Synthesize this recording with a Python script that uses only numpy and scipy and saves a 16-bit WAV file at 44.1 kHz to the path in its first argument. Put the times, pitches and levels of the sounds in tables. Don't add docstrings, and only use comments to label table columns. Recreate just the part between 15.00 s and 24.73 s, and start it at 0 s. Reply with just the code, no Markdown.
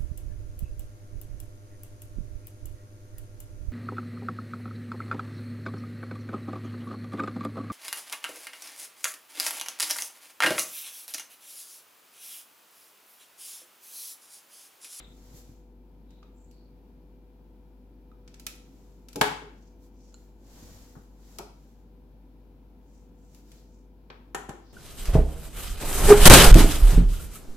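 import sys
import numpy as np
from scipy import signal
from scipy.fft import rfft, irfft, next_fast_len
from scipy.io import wavfile
from scipy.ndimage import uniform_filter1d

SR = 44100
rng = np.random.default_rng(int(sys.argv[2]) if len(sys.argv) > 2 else 0)


def wav_out(sig):
    wavfile.write(sys.argv[1], SR, np.round(np.clip(np.atleast_2d(sig).T, -1, 1) * 32767).astype(np.int16))


N = 429093
TIME = np.arange(N) / SR
IMPACT_GAIN = np.sqrt(SR / 100)

# start_s, level_db, cutoff_hz
PIPETTE_LANDINGS = [(4.1572, -37, 850), (4.168, -38, 539), (4.2115, -14.5, 15000), (4.42, -54, 493)]
# frequency_hz, level_db
BENCH_CLATTER = [(80, -23), (170, -3.5), (450, -3), (800, -1), (1700, -3), (2400, -5), (4600, -10.5),
                 (6200, -14.5), (11500, -18), (16000, -23.5)]
# pitch_hz, level_db, t60_s
BENCH_RING = [(143, -14, 0.21), (290, -7.5, 0.11), (415.2, 0.5, 0.12), (589, -10.5, .07),
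              (836, -0.5, 0.083), (927, -7, 0.064), (1480, -8, .07), (1683, -4.5, .08), (4650, -9, .03)]
def pipette_drop():
    return blows(PIPETTE_LANDINGS, BENCH_CLATTER, BENCH_RING, low_t60=0.061, high_t60=0.042, rise_s=.001,
                 ring_pan_db=0.5, ring_db=-2.5, soft_ring_db=13.5, dulling_db=0.54, room_db=-6.0)


# start_s, level_db, cutoff_hz
PLUNGER_CLICKS = [(0., -48.5, 3780), (1.106, -66, 8000), (1.229, -62.5, 5500), (1.5116, -64, 15000),
                  (3.2766, -55, 8500), (3.3416, -53, 9400), (3.397, -49.5, 15000), (3.4661, -31.5, 15000),
                  (4.0852, -49.5, 14100), (4.1298, -51.5, 13500), (4.158, -37.5, 13500),
                  (6.3853, -38.5, 13200), (8.3465, -58, 16060), (8.5171, -56.5, 13000), (9.1012, -46, 4120)]
# frequency_hz, level_db
PIPETTE_CLATTER = [(150, -20), (650, -10.5), (1000, -14.5), (2300, -4.5), (6000, -0.5), (9500, -6),
                   (12500, -2.5), (16000, -8.5)]
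# pitch_hz, level_db, t60_s
PIPETTE_RING = [(1350, 1, 0.045), (2260, -1.5, 0.18), (2436, 1, .2), (2640, 0, 0.29), (3430, -5.5, 0.042),
                (4920, 1.5, .04), (5710, 0, .05)]
def pipette_clicks():
    return blows(PLUNGER_CLICKS, PIPETTE_CLATTER, PIPETTE_RING, low_t60=.055, high_t60=.034,
                 rise_s=0.00033, ring_pan_db=-1.5, ring_db=-12, soft_ring_db=0.5, dulling_db=2.5,
                 room_db=-8.5)


# start_s, level_db, cutoff_hz
CASING_KNOCKS = [(5.953, -55, 1700), (6.389, -36.5, 1004), (9.1015, -47, 1800), (9.3465, -28.5, 13500),
                 (9.488, -41, 700), (9.4915, -40, 11900), (9.537, -47.5, 500)]
# frequency_hz, level_db
CASING_CLATTER = [(70, -19), (300, -3.5), (580, -7), (780, 0.5), (1750, -0.5), (2100, -9), (3400, -9.5),
                  (4900, -18.5), (7300, -6.5), (9000, -16), (11500, -11.5), (16000, -28)]
# pitch_hz, level_db, t60_s
CASING_RING = [(167, -16, 0.24), (327, -32, .1), (374, -1, 0.11), (413.2, 2, 0.14), (797, -2, 0.12),
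               (880, -5.5, 0.041), (955, -8, 0.042), (1800, -6.5, 0.07)]
def casing_knocks():
    return blows(CASING_KNOCKS, CASING_CLATTER, CASING_RING, low_t60=0.14, high_t60=0.042, rise_s=0.0006,
                 ring_pan_db=2, ring_db=-2.5, soft_ring_db=5, dulling_db=0.35, room_db=-7.0)


# time_s, left_minus_right_db
HAND_POSITION = [(3.5, -1), (4.2, 1), (8.5, 3), (9.4, -1.5)]
SOFT_HZ, HARD_HZ = 503, 14000
FAINT_WETNESS = .13
def blows(hits, colour, modes, low_t60, high_t60, rise_s, ring_pan_db, ring_db, soft_ring_db,
          dulling_db, room_db):
    direct, sent = np.zeros((2, 2, N))
    loudest_db = max(hit[1] for hit in hits)
    for start_s, db, cutoff_hz in hits:
        tilt_db = dulling_db * np.log2(cutoff_hz / HARD_HZ)
        ring_gain = undb(ring_db + soft_ring_db * (SOFT_HZ / cutoff_hz) ** 2)
        def force_db(hz):
            return tilt_db * np.log2(hz) - 10 * np.log10(1 + (hz / cutoff_hz) ** 8)
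        t60s = [(400, low_t60), (4000, high_t60)]
        clatter = dying_noise(lambda hz: along(colour, hz) + force_db(hz), t60s)
        tone = ring([(hz, mode_db + force_db(hz), t60) for hz, mode_db, t60 in modes])
        contact = onset(clatter, rise_s) * undb(db) * IMPACT_GAIN
        clatter *= contact
        tone *= contact * ring_gain * panned(ring_pan_db)
        pan_db = np.interp(start_s, *np.transpose(HAND_POSITION))
        add(direct, start_s, (clatter + tone) * panned(pan_db))
        wet = undb(room_db + FAINT_WETNESS * (loudest_db - db))
        add(sent, start_s, from_all_sides(clatter) * wet)
        add(sent, start_s, tone * wet)
    return np.array([direct, sent])


# start_s, pitch_hz, level_db, strongest_multiple
TUBE_TOUCHES = [(1.229, 1220, -57.5, 1), (3.116, 1270, -60.5, .6), (5.1429, 1426, -52.5, 5),
                (8.516, 1540, -74, 1)]
# pitch_multiple, level_db, t60_s
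TUBE_OVERTONES = [(1, 1, 0.054), (2, -12, 0.033), (3, -5, 0.042), (5, -8, 0.028)]
TINK_FALL_DB = 8
def glass_tinks():
    out = np.zeros((2, N))
    for start_s, pitch, db, strongest in TUBE_TOUCHES:
        modes = []
        for multiple, mode_db, t60 in TUBE_OVERTONES:
            overtone_db = mode_db - TINK_FALL_DB * abs(np.log2(multiple / strongest))
            for blur, blur_db in [(1, -3.5), (.97, -3), (1.035, -6.5)]:
                modes.append((pitch * multiple * blur, overtone_db + blur_db, t60))
        add(out, start_s, undb(db) * ring(modes))
    return out * panned(-2.5) * IMPACT_GAIN


# start_s, level_db, t60_s
ARM_BUMPS = [(0.339, -45, 0.19), (.49, -46, 0.17), (5.62, -42, 0.64), (5.96, -42, 0.13), (9.491, -33, 0.05)]
# frequency_hz, level_db
THUD_SPECTRUM = [(50, -30), (90, 8), (160, -1.5), (250, -0.5), (500, -16), (2000, -64)]
def arm_thumps():
    out = np.zeros((2, N))
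    for start_s, db, t60 in ARM_BUMPS:
        thud = dying_noise(lambda hz: along(THUD_SPECTRUM, hz), [(100, t60)])
        add(out, start_s, undb(db) * thud * onset(thud, rise_s=0.0025))
    return out * IMPACT_GAIN


# peak_s, rise_s, fall_s, level_db
SLEEVE_SWEEPS = [(.35, 0.22, 0.19, -58.5), (.37, 0.026, .045, -55.5), (3.8, 0.21, 0.25, -67.5),
                 (4.847, 0.038, 0.039, -68), (5.2, .11, .11, -68), (5.62, 0.13, 0.3, -52.5),
                 (6.34, 0.12, .1, -58.5), (6.65, .15, 0.16, -69), (8.37, 0.059, 0.059, -64.5),
                 (8.537, 0.08, 0.098, -62.5)]
# frequency_hz, level_db
CLOTH_SPECTRUM = [(70, 17), (250, 5.5), (600, 9), (1100, 3.5), (1800, 2), (2800, 0.5), (4500, 5), (7300, 8),
                  (9000, -2.5), (12500, 4.5), (16000, -4.5)]
SWISH_TILT_DB = -1.08
FLICK_S, FLICK_TILT_DB = .07, 3
def sleeves():
    out = 0
    for peak_s, rise_s, fall_s, db in SLEEVE_SWEEPS:
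        tilt_db = SWISH_TILT_DB + FLICK_TILT_DB * (FLICK_S / (rise_s + fall_s)) ** 2
        colour = lambda hz: undb(along(CLOTH_SPECTRUM, hz) + tilt_db * np.log2(hz + 1))
        out += undb(db) * noise_swell(peak_s, rise_s, fall_s, colour, grain_db=0.5)
    return out


# peak_s, pitch_hz, level_db
GLASS_RING_AND_SQUEAKS = [(-.02, 3680, -58), (-.02, 7450, -69), (1.145, 3780, -71.5), (1.41, 7350, -73),
                          (1.565, 4480, -73.5)]
def glass_ring_and_squeaks():
    return narrow_swells(GLASS_RING_AND_SQUEAKS, rise_s=0.049, fall_s=0.12, width=.075, grain_db=3.0)


# peak_s, pitch_hz, level_db
GLOVE_RUBS = [(4.644, 5900, -72), (5.068, 6000, -69), (7.974, 6560, -73), (8.282, 6800, -73),
              (8.57, 4600, -72.5), (8.74, 6300, -74.5), (9.75, 4700, -64.5)]
def gloves():
    return narrow_swells(GLOVE_RUBS, rise_s=.095, fall_s=.095, width=0.26, grain_db=2.0)


# pitch_hz, level_db
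MOTOR_TONES = [(49.1, -49.5), (245.6, -63.5), (344.5, -68.5), (393, -68.5), (491.3, -65), (552, -80),
               (886, -79), (2363, -89.5), (2421, -93)]
# frequency_hz, level_db
FAN_SPECTRUM = [(25, -24), (65, -1), (100, -4.5), (150, -2.5), (270, -0.5), (370, -9), (560, -16),
                (980, -18), (1140, -29), (1370, -27), (1900, -33), (2600, -32.5), (4500, -36.5),
                (8800, -46), (12500, -36.5), (16000, -40)]
# time_s, gain_db
SIDE_SCREENING = [(5.5, -0.5), (6.3, -3)]
FAN_DB = -57.5
def analyser():
    hz, noise = stereo_noise(N)
    rush = unit(irfft(noise * undb(along(FAN_SPECTRUM, hz)), N)) * np.sqrt(N)
    rush *= undb(FAN_DB + 0.63 * wander(2.7))
    shaft_time = TIME + np.cumsum(0.003 * wander(4)) / SR
    screening_db = np.interp(TIME, *np.transpose(SIDE_SCREENING))
    hum = 0
    for pitch, db in MOTOR_TONES:
        flutter_db = min(pitch / 80, 1.3) * wander(6.4)
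        gain = undb(db + flutter_db + min(pitch / 350, 1) * screening_db)
        hum += gain * np.sin(2 * np.pi * (pitch * shaft_time + rng.random()))
    return (rush + hum) * panned(0.76)


# frequency_hz, t60_s
ROOM_DECAY = [(100, 0.66), (500, 0.47), (2000, 0.53), (6000, 0.49), (14000, 0.31)]
def room(x):
    walls = [(100, -2.0), (1500, 4.0), (6000, 0), (14000, -1)]  # frequency_hz, level_db
    tail = dying_noise(lambda hz: along(walls, hz), ROOM_DECAY)
    build_up = 1 - np.exp(-(TIME[:tail.shape[1]] / 0.0052) ** 2)
    return signal.fftconvolve(x, unit(tail * build_up), axes=1)[:, :N]


def from_all_sides(x):
    spectrum = rfft(x)
    power = abs(spectrum) ** 2 + 1e-18
    smoothed = abs(uniform_filter1d(power, size=201, axis=1))
    return irfft(spectrum * np.sqrt(smoothed / power))[:, :x.shape[1] // 2]


def narrow_swells(rows, rise_s, fall_s, width, grain_db):
    out = 0
    for peak_s, pitch, db in rows:
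        resonance = lambda hz: 1 / (1 + ((hz / pitch - 1) / width) ** 2)
        out += undb(db) * noise_swell(peak_s, rise_s, fall_s, resonance, grain_db)
    return out


def noise_swell(peak_s, rise_s, fall_s, gain_at, grain_db):
    size = next_fast_len(int(2.5 * (rise_s + fall_s) * SR))
    hz, noise = stereo_noise(size)
    hiss = unit(irfft(noise * gain_at(hz), size)) * np.sqrt(size)
    t = (np.arange(size) - size * rise_s / (rise_s + fall_s)) / SR
    swell = np.exp(-.8 * (t / np.where(t < 0, rise_s, fall_s)) ** 2)
    grain = np.interp(t, np.linspace(-1, 1, 400), rng.standard_normal(400))
    out = np.zeros((2, N))
    add(out, peak_s + t[0], hiss * swell * undb(grain_db * grain))
    return out


def dying_noise(db_at, t60s, size=32768):
    hz, noise = stereo_noise(size)
    colour, octave = undb(db_at(hz + 1)), np.log2((hz + 1) / 1000)
    t, out = TIME[:size], 0
    for centre in np.arange(-12, 13) / 3:
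        band = colour * (abs(octave - centre) < 1 / 6)
        fade = undb(-60 * t / along(t60s, 1000 * 2 ** centre))
        out += np.linalg.norm(band) * unit(irfft(noise * band) * fade)
    return unit(out)


def ring(modes, size=32768):
    t, out = TIME[:size], 0
    for hz, db, t60 in modes:
        phase = rng.uniform(-1, 1, (2, 1)) * min(hz / 600, np.pi / 2)
        detuned = hz * (1 + 0.0047 * rng.standard_normal())
        out += undb(db) * unit(np.sin(2 * np.pi * detuned * t + phase) * undb(-60 * t / t60))
    return unit(out)


def stereo_noise(size):
    hz = np.fft.rfftfreq(size, 1 / SR)
    alike = 0.94 / (1 + (hz / 900) ** 2)
    mid, side = rfft(rng.standard_normal((2, size)))
    return hz, mid * np.sqrt(1 + alike) + side * np.sqrt(1 - alike) * np.array([[1], [-1]])


def onset(sound, rise_s):
    return 1 - np.exp(-TIME[:sound.shape[1]] / rise_s)


def wander(rate_hz):
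    return np.interp(TIME * rate_hz, np.arange(200), rng.standard_normal(200))


def undb(db):
    return 10 ** (np.asarray(db) / 20)


def along(points, hz):
    at, value = np.transpose(points)
    return np.interp(np.log(hz + 1), np.log(at), value)


def unit(x):
    return x / np.sqrt(np.sum(x ** 2) / 2)


def panned(pan_db):
    return undb(np.array([[pan_db], [-pan_db]]) / 2)


def add(out, start_s, sound):
    start = int(start_s * SR)
    sound, start = sound[:, max(-start, 0):], max(start, 0)
    out[:, start:start + sound.shape[1]] += sound[:, :max(N - start, 0)]


def scene():
    direct, sent = pipette_drop() + casing_knocks() + pipette_clicks()
    tinks = glass_tinks()
    impacts = direct + tinks + arm_thumps()
    reverberation = room(sent + undb(-9) * tinks)
    handling = sleeves() + gloves() + glass_ring_and_squeaks()
    return impacts + reverberation + handling + analyser()


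# frequency_hz, left_minus_right_db
PORT_BALANCE = [(100, 1.5), (400, -1), (1000, 4), (2000, 1.5), (12000, -0.5)]
TOP_HZ = 16200
def record(dry):
    size = next_fast_len(N + SR)
    balance_db = along(PORT_BALANCE, np.fft.rfftfreq(size, 1 / SR))
    port_gains = undb(np.array([balance_db, -balance_db]) / 2)
    heard = irfft(rfft(dry, size) * port_gains, size)[:, :N]
    return signal.sosfilt(signal.ellip(10, .2, 80, TOP_HZ, fs=SR, output="sos"), heard)


dry = scene()
out = record(dry)
wav_out(out)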